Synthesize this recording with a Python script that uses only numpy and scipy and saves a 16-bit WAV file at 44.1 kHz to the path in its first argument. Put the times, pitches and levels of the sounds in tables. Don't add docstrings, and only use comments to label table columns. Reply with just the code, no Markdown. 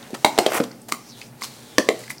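import sys
import numpy as np
from scipy import signal
from scipy.fft import rfft, irfft, next_fast_len
from scipy.io import wavfile

SR = 44100
rng = np.random.default_rng(int(sys.argv[2]) if len(sys.argv) > 2 else 0)


def put_to_file(sound):
    columns = np.atleast_2d(sound).T
    safe = np.clip(columns, -1, 1)
    whole_steps = np.round(safe * 32767)
    wavfile.write(sys.argv[1], SR, whole_steps.astype(np.int16))


N = 97020
T = np.arange(N) / SR


def amp(db):
    return 10 ** (np.asarray(db) / 20)


def unit(x):
    return x / np.sqrt(np.mean(x ** 2) + 1e-20)


def along(points, hz):
    knots_hz, values = np.transpose(points)
    return np.interp(np.log(hz + 1), np.log(knots_hz + 1), values)


def curves(rows):
    times, *columns = np.transpose(rows)
    return [np.interp(T, times, column) for column in columns]


def fade(t, t60):
    return np.exp(-np.log(1000) * t / t60)


def burst(t, rise_s, hold_s, t60):
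    return (1 - np.exp(-np.maximum(t, 0) / rise_s)) * fade(np.maximum(t - hold_s, 0), t60)


def bell(hz, centre_hz, octaves):
    return np.exp(-.5 * (np.log2((hz + 1) / centre_hz) / octaves) ** 2)


def filtered(x, response):
    size = next_fast_len(len(x) + SR // 4)
    return irfft(rfft(x, size) * response(np.fft.rfftfreq(size, 1 / SR)), size)[:len(x)]


def colour(x, spectrum):
    return unit(filtered(x, lambda hz: amp(along(spectrum, hz))))


def tilted(x, db_per_octave):
    return unit(filtered(x, lambda hz: amp(db_per_octave * np.log2(np.maximum(hz, 500) / 500))))


def grains(per_s, spectrum, size=N):
    return colour((rng.random(size) < per_s / SR) * rng.standard_normal(size), spectrum)


def ring(t, hz, db, t60, rise_s=0.00042):
    return amp(db) * np.sin(2 * np.pi * hz * t) * burst(t, rise_s, 0, t60)


def add(track, start_s, x):
    part = track[max(round(start_s * SR), 0):][:len(x)]
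    part += x[:len(part)]


# frequency_hz, gain_db
AIR_SPECTRUM = [(15, -60), (25, -25), (64, -23), (200, -9), (373, -13.5), (439, -14.5), (659, -19.5),
                (887, -18), (962, -34), (2220, -35), (7310, -36), (8830, -33), (16000, -35.5)]


def air():
    return amp(-49) * colour(rng.standard_normal(N), AIR_SPECTRUM)


# pitch_hz, level_db
HUM_TONES = [(120, -55.5), (135, -56), (236, -54)]


def hum(bandwidth_hz=9.5):
    out = np.zeros(N)
    for pitch_hz, level_db in HUM_TONES:
        noise = rng.standard_normal(N)
        band = filtered(noise, lambda hz: 1 / (1 + (2 * (hz - pitch_hz) / bandwidth_hz) ** 2))
        out += amp(level_db) * unit(band)
    return out


# frequency_hz, t60_s
TAIL_DECAY = [(150, 0.77), (400, 0.3), (1000, 0.42), (4000, 0.33), (14000, 0.22)]


def diffuse_response():
    hz, frame_s, spectra = signal.stft(rng.standard_normal(SR // 3), SR, nperseg=256)
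    tail = signal.istft(spectra * fade(frame_s, along(TAIL_DECAY, hz)[:, None]), SR)[1]
    t = T[:len(tail)]
    build_up = 1 - np.exp(-(t / 0.0047) ** 2)
    tail *= build_up
    near = filtered(rng.standard_normal(len(t)), lambda hz: 1 / (1 + 1j * hz / 5060))
    near *= fade(t, t60=0.12) * build_up
    return amp(-11.5) * tail / np.linalg.norm(tail) + amp(-12) * near / np.linalg.norm(near)


# frequency_hz, gain_db
REVERB_SPECTRUM = [(100, -17), (250, -0.5), (700, 0.5), (1500, -7.5), (4000, -3.5), (14000, 5)]


def reverberation(x, span_s=0.11):
    wash, span = np.zeros(N), round(span_s * SR)
    for i in range(0, N, span):
        add(wash, i / SR, signal.fftconvolve(x[i:i + span], diffuse_response()))
    return filtered(wash, lambda hz: amp(along(REVERB_SPECTRUM, hz)))


# delay_s, gain_db
REFLECTIONS = [(.0095, -25.5), (.0128, -16.5), (0.0175, -14), (0.0254, -19.5)]


def wall_echoes(x, cutoff_hz=1110):
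    def response(hz):
        paths = sum(amp(db) * np.exp(-2j * np.pi * hz * delay_s) for delay_s, db in REFLECTIONS)
        return paths / (1 + 1j * hz / cutoff_hz)
    return filtered(x, response)


# frequency_hz, gain_db
FLESH_SPECTRUM = [(80, -30), (200, -12.5), (500, 0.5), (800, -2), (1400, -5.5), (2400, -7.5), (5000, -30.5),
                  (16000, -55)]
# time_s, level_db
SHUFFLE_LEVELS = [(0, -46.5), (.11, -51), (.2, -56.5), (.5, -32.5), (.65, -47.5), (.76, -56), (.85, -63.5),
                  (1.35, -56), (1.62, -57.5), (1.75, -52), (2.0, -61.5), (2.2, -54)]


def shuffle():
    level_db, = curves(SHUFFLE_LEVELS)
    return amp(level_db) * grains(per_s=2600, spectrum=FLESH_SPECTRUM)


# frequency_hz, gain_db
SALIVA_SPECTRUM = [(300, 0.5), (1000, -1.5), (2000, -2), (6000, -1.5), (9000, -4), (12000, -11.5),
                   (16000, -12.5)]
# time_s, hiss_db, resonance_db, resonance_hz
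SLIDE_PATH = [(0, -49.5, -60, 3400), (.13, -51.5, -64, 3930), (.21, -48, -61, 6500), (.5, -42, -45, 5230),
              (.7, -58.5, -60.5, 5160), (.86, -60.5, -68, 5220), (1.075, -51, -55.5, 5700),
              (1.1, -50, -45, 5300), (1.145, -56.5, -49.5, 3620), (1.185, -45.5, -51, 3500),
              (1.27, -52.5, -58, 5600), (1.32, -68, -70, 4440), (1.375, -59, -69, 4120),
              (1.44, -42, -39, 4400), (1.49, -46, -52, 4200), (1.6, -49, -56.5, 4120),
              (1.77, -50, -51, 3300), (2.04, -44, -53, 4480), (2.2, -59.5, -58, 5400)]


def slide():
    hiss_db, resonance_db, resonance_hz = curves(SLIDE_PATH)
    hz, frame_s, spectra = signal.stft(rng.standard_normal(N), SR, nperseg=256)
    peak = bell(hz[:, None], np.interp(frame_s, T, resonance_hz), octaves=0.19)
    resonance = unit(signal.istft(spectra * peak, SR)[1][:N])
    hiss = grains(per_s=6000, spectrum=SALIVA_SPECTRUM)
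    return amp(hiss_db) * hiss + amp(resonance_db) * resonance


# frequency_hz, gain_db
CRACKLE_SPECTRUM = [(300, -36), (1000, 4.5), (1900, -6), (3500, 1.5), (6000, 0), (9000, -1.5),
                    (13000, -7.5), (16000, -14)]
# start_s, hold_s, crackle_db, flesh_db, crackle_tilt_db_per_octave
FLESH_TEARS = [(0.1411, 0.0087, -33.5, -29.5, -2), (0.263, 0.013, -44, -34, -18),
               (0.497, 0.023, -37, -40.5, 10), (0.519, 0.0034, -34, -20.5, -1.5),
               (0.529, .015, -28.5, -25.5, 4), (0.544, 0.024, -29.5, -25.5, 6.5),
               (0.568, 0.015, -31, -24, 3), (0.633, 0.007, -33, -37.5, -2), (.884, 0.016, -38, -41, 3.5),
               (0.916, 0.0094, -35, -44, -1), (1.41, 0.013, -40, -48, -1), (1.431, 0.019, -31, -51, -0.1),
               (2.094, 0.022, -38.5, -49, 1.3)]


def tears(fibres_per_s=2600):
    crackle = grains(fibres_per_s, CRACKLE_SPECTRUM)
    flesh = grains(fibres_per_s, FLESH_SPECTRUM)
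    out = np.zeros(N)
    for start_s, hold_s, crackle_db, flesh_db, tilt in FLESH_TEARS:
        envelope = burst(T - start_s, rise_s=0.0013, hold_s=hold_s, t60=0.036)
        out += envelope * (amp(crackle_db) * tilted(crackle, tilt) + amp(flesh_db) * flesh)
    return out


# start_s, pitch_hz, level_db, t60_s
WET_CLICKS = [(0.027, 3760, -32, 0.007), (0.065, 1980, -39, 0.0068), (0.1048, 433, -29, 0.026),
              (.1685, 7500, -39, .004), (.711, 1700, -31, 0.011), (0.715, 5200, -31, .008),
              (.817, 8700, -35, 0.0037), (.889, 760, -29, 0.024), (1.215, 2530, -23, 0.015),
              (1.2142, 4740, -29, 0.0054), (1.224, 2650, -30, .01), (1.4263, 5100, -18, 0.0067),
              (1.4365, 4420, -27, 0.0055), (1.444, 6240, -24, .008), (1.589, 635, -30, 0.016),
              (1.991, 9100, -29, 0.0044), (2.037, 2005, -31, 0.0076), (2.079, 2100, -25, 0.0077),
              (2.1032, 2010, -18, 0.022), (2.11, 10500, -25, .005), (2.182, 5140, -30, 0.0069)]


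def clicks(rise_s=0.00042, grit_db=-12, froth_db=-5):
    out, t = np.zeros(N), T[:SR // 16]
    for start_s, pitch_hz, level_db, t60 in WET_CLICKS:
        pocket = ring(t, pitch_hz, level_db, t60)
        grit = colour(rng.standard_normal(len(t)), CRACKLE_SPECTRUM) * burst(t, rise_s, 0, t60)
        band = filtered(rng.standard_normal(len(t)), lambda hz: bell(hz, pitch_hz, octaves=0.31))
        froth = unit(band) * burst(t, rise_s, 0, t60=0.016)
        add(out, start_s, pocket + amp(level_db + grit_db) * grit + amp(level_db + froth_db) * froth)
    return out


# frequency_hz, gain_db
CRACK_SPECTRUM = [(100, -34), (300, 8.5), (1000, 0.5), (1400, -2), (2700, 3.5), (4500, -0.5), (6500, -5.5),
                  (9000, -5.5), (11000, -15.5), (16000, -19.5)]
# start_s, crack_db, crack_length_s, crack_tilt_db_per_octave, thud_hz, thud_db,
# low_mode_hz, low_mode_db, high_mode_hz, high_mode_db
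BONE_SNAPS = [(0.1314, -41, 0.0024, -2, 268, -13, 390, -22, 1710, -39),
              (0.2463, -7, 0.0041, 0, 255, -5.5, 899, 6.5, 2167, 2),
              (0.378, -18.5, 0.0012, 1, 406, -13.5, 715, -9, 3800, -19),
              (0.387, -9, 0.0034, 0.2, 395, 2, 778, 1.5, 2060, -8),
              (.4631, -17.5, 0.006, 0.4, 413, -6, 688.5, -2.5, 3090, -5.5),
              (0.6011, -34.5, 0.015, -3, 202, -4, 545, -7.5, 1340, -12.5),
              (.6050, -23, 0.00099, -5, 263, -11.5, 505, -6.5, 2430, -20),
              (0.922, -18, 0.0029, 4, 277, -18.5, 1194, -8, 2090, -10),
              (1.4197, -29, 0.00084, 8, 255, -34, 1083, -18.5, 2110, -18),
              (1.7823, -6.5, 0.0031, -1.35, 288, -1.5, 565, 1.5, 1752, 3.5),
              (1.8880, -11.5, .002, -1, 451, -0.5, 1124, -13.5, 2030, -1.5)]


def snaps(sag_db_per_s=1306):
    out, t = np.zeros(N), T[:SR // 16]
    for start_s, crack_db, length_s, tilt, *modes in BONE_SNAPS:
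        thud_hz, thud_db, low_hz, low_db, high_hz, high_db = modes
        envelope = burst(t, rise_s=0.0001, hold_s=length_s, t60=0.0087)
        envelope *= amp(-sag_db_per_s * (t - length_s / 2))
        splinters = tilted(grains(per_s=7000, spectrum=CRACK_SPECTRUM, size=len(t)), tilt)
        crack = unit(splinters * envelope) * np.sqrt(np.mean(envelope ** 2))
        thud = -ring(t, thud_hz, thud_db, t60=0.018)
        mouth = ring(t, low_hz, low_db, t60=0.017) + ring(t, high_hz, high_db, t60=0.013)
        add(out, start_s, amp(crack_db) * crack + thud + mouth)
    return out


def scene():
    chewing = snaps() + clicks() + tears() + slide() + shuffle()
    low_cut = signal.butter(3, 175, "high", fs=SR, output="sos")
    dog = signal.sosfilt(low_cut, chewing)
    return (dog + wall_echoes(dog) + reverberation(dog) + air() + hum())[None]


def record(dry, ceiling=0.88, top_hz=16100):
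    clipped = np.clip(dry[0], -ceiling, ceiling)
    return filtered(clipped, lambda hz: hz < top_hz)[None]


dry = scene()
out = record(dry)
put_to_file(out)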